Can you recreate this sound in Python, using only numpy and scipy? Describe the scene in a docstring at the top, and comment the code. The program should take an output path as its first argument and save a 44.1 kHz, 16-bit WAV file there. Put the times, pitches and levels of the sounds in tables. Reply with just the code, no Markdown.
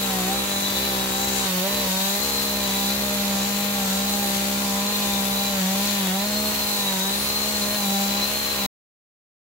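"""A two-stroke chainsaw, already at full throttle, trims a wooden door sill; a stereo microphone
stands just inside the doorway. Running light, the engine fires only every third or fourth turn; when
the chain bites, the speed sags and it fires every turn. Over the exhaust lie the whine of the flywheel
fan, the ring of the bar and the rasp of the chain. After nearly nine seconds the sound stops dead."""
import sys
import numpy as np
from scipy import signal
from scipy.fft import rfft, irfft, next_fast_len
from scipy.io import wavfile
from scipy.ndimage import uniform_filter1d

SR = 44100
rng = np.random.default_rng(int(sys.argv[2]) if len(sys.argv) > 2 else 0)


def unload_wav(signal):
    """Save mono or channel-first audio to the path in sys.argv[1] as 16-bit WAV at rate SR, clipped to [-1, 1]."""
    wavfile.write(
        sys.argv[1],
        SR,
        np.round(np.clip(np.atleast_2d(signal).T, -1, 1) * 32767).astype(np.int16),
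    )


N = 422018
TIME = np.arange(N) / SR
CRUISE_HZ, TREBLE_EDGE_HZ = 200, 15780

# crankshaft speed, sagging each time the chain bites: (time [s], speed [turns/s])
CRANK_SPEED = [(0.0, 199.8), (0.23, 183.6), (0.36, 199.1), (0.77, 197.5), (0.86, 200.2), (0.95, 194.3),
               (1.1, 193.0), (1.25, 199.3), (1.45, 194.5), (1.52, 183.2), (1.61, 183.3), (1.68, 199.5),
               (1.8, 200.1), (1.9, 186.2), (2.24, 205.2), (2.58, 202.1), (2.7, 195.4), (3.03, 203.7),
               (3.41, 197.2), (3.47, 201.3), (3.74, 202.0), (3.89, 192.5), (4.15, 203.3), (4.34, 197.8),
               (4.6, 200.5), (4.75, 197.3), (4.91, 205.1), (5.22, 197.3), (5.51, 199.4), (5.64, 186.8),
               (5.87, 204.1), (5.96, 201.2), (6.1, 184.6), (6.26, 207.2), (6.42, 211.2), (6.77, 202.8),
               (6.99, 188.6), (7.19, 204.1), (7.51, 209.7), (7.63, 204.1), (7.75, 207.7), (7.88, 197.1),
               (8.21, 201.4), (8.34, 208.4), (8.54, 204.7), (8.65, 198.1)]
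# burble of the bangs and the second harmonic: (time [s], relative level [dB])
BURBLE_LEVEL = [(0, 2), (1.4, 1.5), (2.4, -0.5), (3.4, -1.5), (5.2, -1.5), (5.7, -3.5), (6.5, -1.5),
                (8, -3), (8.64, -1.5)]


def gain_of(db):
    """Decibels to amplitude."""
    return 10 ** (np.asarray(db) / 20)


def unit_rms(x):
    """Scales to rms 1."""
    return x / np.sqrt(np.mean(x ** 2) + 1e-20)


def curve(rows):
    """A timed table's value at every sample."""
    return np.interp(TIME, *np.transpose(rows))


def value_at(spectrum, hz, column=1):
    """One column of a spectrum, interpolated on a log-frequency axis."""
    columns = np.transpose(spectrum)
    return np.interp(np.log(hz + 1), np.log(columns[0] + 1), columns[column])


def wander(rate_hz, channels=1, size=16384):
    """Slow random motion of rms 1."""
    hz = np.fft.rfftfreq(size, N / SR / size)
    white = rfft(rng.standard_normal((channels, size)))
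    coarse = unit_rms(irfft(white / (1 + (hz / rate_hz) ** 2)))
    return np.array([np.interp(TIME, np.linspace(0, N / SR, size), row) for row in coarse])


def colour(x, spectrum, column=1, size=4096):
    """Minimum-phase filter with the given spectrum."""
    hz = abs(np.fft.fftfreq(size, 1 / SR))
    log_gain = np.log(gain_of(value_at(spectrum, hz, column)))
    response = np.fft.ifft(np.exp(np.conj(signal.hilbert(log_gain)))).real
    return signal.oaconvolve(x, response)[:N]


def pulses(at, height):
    """Impulses at fractional sample positions."""
    whole, part = np.divmod(np.clip(at, 0, N - 2), 1)
    whole = whole.astype(int)
    return np.bincount(whole, height * (1 - part), N) + np.bincount(whole + 1, height * part, N)


def decay(x, tail_s):
    """Gives each impulse an exponential tail."""
    return signal.lfilter([1], [1, -np.exp(-1 / (tail_s * SR))], x)


def tone(cycles, rough=0, rough_hz=1):
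    """A sine of rms 1; roughness makes its height and phase waver, differently left and right."""
    shake = rough * (wander(rough_hz, channels=2) + 1j * wander(rough_hz, channels=2)) if rough else 0
    return unit_rms(((1 + shake) * np.exp(2j * np.pi * cycles)).imag)


def firings(openings, light_turns=3, stumble_chance=.01, back_to_back_db=-4.5):
    """Burn strength on each turn: the cylinder needs some turns to clear, now and then one more."""
    # spells away from the usual firing rhythm: (start [s], length [s], firing interval [turns])
    spells = [(.44, .29, 4), (1.46, .24, 1), (1.87, .32, 1), (3.52, .2, 4), (4.85, .19, 4), (5.58, .16, 1),
              (5.9, .18, 4), (6.08, .18, 1), (6.66, .26, 4), (6.92, .16, 1), (7.73, .19, 4), (7.92, .13, 1)]
    interval = np.full(len(openings), light_turns)
    for start, length, turns in spells:
        interval[(openings >= start * SR) & (openings < (start + length) * SR)] = round(turns)
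    late = rng.random(len(openings)) < stumble_chance
    strength, waited = np.zeros(len(openings)), 0
    for turn in range(len(openings)):
        waited += 1
        if waited >= interval[turn] + late[turn]:
            strength[turn] = gain_of(back_to_back_db if waited == 1 else 0)
            waited = 0
    return strength


def exhaust(turns, openings, burns, buzz_db=-40, bang_db=-36, uneven_db=0.9, throb_db=0.9):
    """The port puffs every turn and the muffler hums, both louder under load; each burn adds a bang."""
    # one puff of the exhaust port: (frequency [Hz], relative level [dB])
    puff_spectrum = [(750, -29.5), (980, 11.5), (1200, 3), (1400, 3.5), (1600, 0.5), (1800, 5), (2000, 0.5),
                     (2200, -20), (2800, -10.5), (3400, -12), (4400, -5), (6000, -33)]
    # the bang of one burn: (frequency [Hz], relative level [dB])
    bang_spectrum = [(38, -23.5), (68, 5), (100, 2), (130, -2.5), (200, -6), (270, 5.5), (335, 1.5),
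                     (400, -1), (480, 7), (660, -10), (1050, 0), (1400, -8), (1900, -19), (6000, -25)]
    # muffler hum at cruising speed, weakest with the saw swung aside: (time [s], relative level [dB])
    hum_level = [(0.0, -33), (1.32, -35), (2.16, -32), (2.28, -35.7), (2.52, -31), (3.96, -29),
                 (6.12, -29.5), (6.48, -26.5), (6.6, -34.5), (7.08, -33), (7.32, -36.2), (7.56, -30.5),
                 (8.04, -27.5), (8.52, -37.5), (8.64, -34)]
    puff_size, bang_size = gain_of(uneven_db * rng.standard_normal((len(openings), 2)).T)
    sag_hz = CRUISE_HZ - curve(CRANK_SPEED)
    buzz = unit_rms(colour(pulses(openings, puff_size), puff_spectrum))
    buzz *= gain_of(buzz_db + 0.15 * sag_hz)
    bangs = unit_rms(colour(pulses(openings, burns * bang_size), bang_spectrum))
    bangs *= gain_of(bang_db + curve(BURBLE_LEVEL))
    hum_db = curve(hum_level)
    hum = tone(turns) * gain_of(hum_db + 1 + 0.29 * sag_hz + throb_db * wander(rate_hz=5))
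    overtones = muffler_overtones(turns, swell_db=hum_db - np.median(hum_db))
    buzz = hallway(buzz, wet_db=-0.5, t60_s=.1, low_hz=494, swing_hz=.7)
    bangs = hallway(bangs, wet_db=-3, t60_s=.15, low_hz=299.4, swing_hz=.5)
    return hum + overtones + buzz + bangs


def muffler_overtones(turns, swell_db, level_db=-3.5, pickup_db=6, pickup_hz_per_s=140, fade_db=2.3):
    """Harmonics 2-4 glide through the muffler, growl out of a bite and fade in and out as the saw moves."""
    # response of the muffler: (frequency [Hz], relative level [dB])
    muffler = [(365, -38.5), (400, -43.5), (425, -41), (550, -45), (590, -38.5), (635, -37.5), (735, -45),
               (785, -36.5), (845, -43)]
    # tilt towards the fourth harmonic and away from the third: (time [s], tilt [dB])
    growl = [(0, -2.5), (.2, 23), (.45, -2), (.8, -8), (1.05, 6.5), (1.35, 12), (1.65, -11), (2.5, 2),
             (3.0, -2), (3.9, 1), (5.9, 0), (6.19, 9), (6.29, -8), (6.95, 5), (7.72, -9), (7.86, 7),
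             (8.08, 6), (8.35, -8.5), (8.64, 3)]
    speed, growl_db = curve(CRANK_SPEED), curve(growl)
    acceleration = uniform_filter1d(np.gradient(speed) * SR, size=3000)
    torque = np.clip(acceleration / pickup_hz_per_s, 0, 1)
    drive_db = 0.67 * swell_db + pickup_db * torque ** 2
    trends_db = [1.5 + 1.1 * curve(BURBLE_LEVEL), drive_db - growl_db / 2, drive_db + growl_db / 2]
    out = 0
    for harmonic, trend_db in enumerate(trends_db, 2):
        partial = tone(harmonic * turns, rough=0.25, rough_hz=22)
        muffler_db = value_at(muffler, harmonic * speed)
        out += partial * gain_of(level_db + muffler_db + trend_db + fade_db * wander(rate_hz=5))
    return out


def hallway(x, wet_db, t60_s, low_hz, swing_hz, echoes_per_s=2000, size=8192):
    """Walls and door throw back the mids and treble; the echoes shift as the saw is swung about."""
    t = np.arange(size) / SR
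    shape = (2, 2, size)  # two echo patterns, each left and right
    taps = rng.standard_normal(shape) * (rng.random(shape) < echoes_per_s / SR)
    taps *= gain_of(-60 * t / t60_s) * (t > .002)
    taps /= np.linalg.norm(taps, axis=2, keepdims=True)
    taps = signal.lfilter(*signal.butter(2, low_hz, "high", fs=SR), taps)
    first, second = signal.oaconvolve(x[None, None], taps, axes=2)[..., :N]
    swing = 2 * wander(swing_hz)
    return x + gain_of(wet_db) * (np.cos(swing) * first + np.sin(swing) * second)


def fan(turns, blades=20, level_db=-3.5, fray_db=-10, spurt_db=2, slowing_db_per_hz=0.33):
    """Flywheel blades whine past the housing; turbulence breaks the tone into spurts and frays it."""
    # whine of the fan: (time [s], relative level [dB])
    whine_level = [(0, -33), (.25, -33.5), (.45, -31), (1.35, -30.5), (1.7, -32.5), (2.25, -30), (2.6, -33),
                   (3.3, -32.5), (3.7, -40), (4.1, -32), (4.6, -40), (4.95, -33), (5.4, -33), (6.35, -33),
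                   (6.75, -31), (7.65, -32), (8.0, -33), (8.64, -28)]
    sway_cycles = 0.26 * wander(0.63, channels=2)  # the saw sways: left and right get their own phase
    whine = tone(blades * turns + sway_cycles, rough=0.53, rough_hz=38)
    fray = tone(blades * turns, rough=1.3, rough_hz=170) * gain_of(fray_db)
    spurts = gain_of(spurt_db * wander(rate_hz=9))
    slowing_db = slowing_db_per_hz * np.minimum(curve(CRANK_SPEED) - CRUISE_HZ, 0)
    return unit_rms((whine + fray) * spurts) * gain_of(curve(whine_level) + slowing_db + level_db)


def sprocket(turns, teeth=6):
    """Drive links strike the teeth; the bar rings when an overtone of that rate meets a resonance."""
    # resonances of the guide bar: (frequency [Hz], width [Hz], relative level [dB])
    bar_modes = [(2405, 27, -4), (3610, 540, -6)]
    # rattle of the chain on its sprocket: (time [s], level [dB])
    rattle_level = [(0, -54), (.8, -37), (1.5, -54), (2.2, -45), (2.85, -39), (3.2, -46), (4.7, -44.5),
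                    (5.2, -37.5), (5.6, -45.5), (6, -40.5), (6.6, -44.5), (7.9, -43), (8.6, -45)]
    mesh_hz, ring = teeth * curve(CRANK_SPEED), 0
    for harmonic, (hz, width_hz, db) in enumerate(bar_modes, 2):
        response = gain_of(db) / np.hypot(1, 2 * (harmonic * mesh_hz - hz) / width_hz)
        ring += response * tone(harmonic * teeth * turns, rough=0.83, rough_hz=22)
    return unit_rms(ring) * gain_of(curve(rattle_level))


def chain(openings, burns, level_db=-26, surge=0.29, chips_per_s=700, chip_db=-8, spread_db=3):
    """Teeth tear chips from the wood amid a hiss of links and gas that surges with every burn."""
    # rasp of the chain: (frequency [Hz], relative level [dB])
    rasp_spectrum = [(20, -15.5), (60, -3.5), (150, 1), (400, -3), (800, 3), (1400, -2.5), (2000, 0),
                     (2600, 3), (3700, -1), (5000, 0.5), (16000, -3)]
    # likeness of the rasp on the microphone's two sides: (frequency [Hz], correlation [0-1])
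    stereo_likeness = [(60, 0.88), (300, 0.4), (640, 0.32), (1400, 0.1), (3000, 0.02)]
    blast = 1 + surge * decay(pulses(openings, burns), tail_s=0.0052)
    blast /= uniform_filter1d(blast, size=2600)  # the burns only bunch the flow; its mean stays level
    chip_starts = rng.random(N) < chips_per_s / SR
    chips = chip_starts * gain_of(spread_db * np.minimum(rng.exponential(1, N), 4))
    tearing = gain_of(chip_db) * unit_rms(decay(chips, tail_s=0.0013))
    size = next_fast_len(N)
    hz = np.fft.rfftfreq(size, 1 / SR)
    left, unrelated = rfft(rng.standard_normal((2, N)) * np.hypot(blast, tearing), size)
    likeness = value_at(stereo_likeness, hz)
    right = likeness * left + np.sqrt(1 - likeness ** 2) * unrelated
    rasp = irfft(np.array([left, right]) * gain_of(value_at(rasp_spectrum, hz)), size)[:, :N]
    return kerf_colour(unit_rms(rasp)) * gain_of(level_db)


def kerf_colour(rasp, shift_db=1.48, shift_hz=2, bands=7):
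    """The treble of the cut shifts in colour as the bar moves in the kerf."""
    edges_hz = np.linspace(2000, TREBLE_EDGE_HZ, bands + 1)
    change = 0
    for band_hz in zip(edges_hz, edges_hz[1:]):
        band = signal.lfilter(*signal.butter(1, band_hz, "band", fs=SR), rasp)
        change += band * (gain_of(shift_db * wander(shift_hz, channels=2)) - 1)
    return rasp + change


def chain_scrapes(width_hz=700, level_db=-2):
    """Now and then the chain scrapes with a high, narrow hiss that swells and fades."""
    # metallic scrapes: (peak time [s], half-length [s], frequency [Hz], relative level [dB])
    scrapes = [(1.35, .35, 9800, -40), (2.17, .5, 12200, -41), (6.8, .4, 9900, -42), (7.2, .2, 9900, -32),
               (8.45, .4, 9900, -41.5)]
    out = 0
    for peak_s, half_s, hz, db in scrapes:
        band = signal.butter(2, [hz - width_hz / 2, hz + width_hz / 2], "band", fs=SR)
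        hiss = unit_rms(signal.lfilter(*band, rng.standard_normal((2, N))))
        swell = np.cos(np.pi / 2 * np.clip((TIME - peak_s) / half_s, -1, 1)) ** 2
        out += hiss * swell * gain_of(db + level_db)
    return out


def scene():
    """The saw at the sill: one crankshaft drives exhaust, fan and chain."""
    speed = curve(CRANK_SPEED) * (1 + 0.001007 * wander(rate_hz=9.9)[0])
    turns = np.cumsum(speed) / SR
    # sample positions at which the exhaust port opens, once a turn
    openings = np.interp(np.arange(1, int(turns[-1])), turns, np.arange(N))
    burns = firings(openings)
    engine = exhaust(turns, openings, burns) + fan(turns)
    return engine + sprocket(turns) + chain(openings, burns) + chain_scrapes()


def record(dry, right_lag_samples=4, stop_s=8.664):
    """The doorway microphone hears the saw later on the right and colours the treble; it stops dead."""
    # treble colour of the two microphone ports: (frequency [Hz], left gain [dB], right gain [dB])
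    mic_colour = [(1490, 0, -0.5), (2727, 0.5, -1), (4374, 5, 3), (5030, -1, -3.5), (6060, 2.5, -3.5),
                  (7130, 4.5, 1.5), (7560, 5, -11.5), (9000, -5.5, -1.5), (9440, -6, 2), (11200, 2, -4),
                  (11980, -1.5, 8), (13460, 3, -4), (16200, -5, 8)]
    left = colour(dry[0], mic_colour, column=1)
    right = colour(np.pad(dry[1], (right_lag_samples, 0)), mic_colour, column=2)
    heard = np.array([left, right]) * np.clip((stop_s - TIME) / .002, 0, 1)
    lowpass = signal.firwin(1023, TREBLE_EDGE_HZ, window=("kaiser", 9), fs=SR)
    return signal.oaconvolve(heard, lowpass[None], "same")


dry = scene()
out = record(dry)
unload_wav(out)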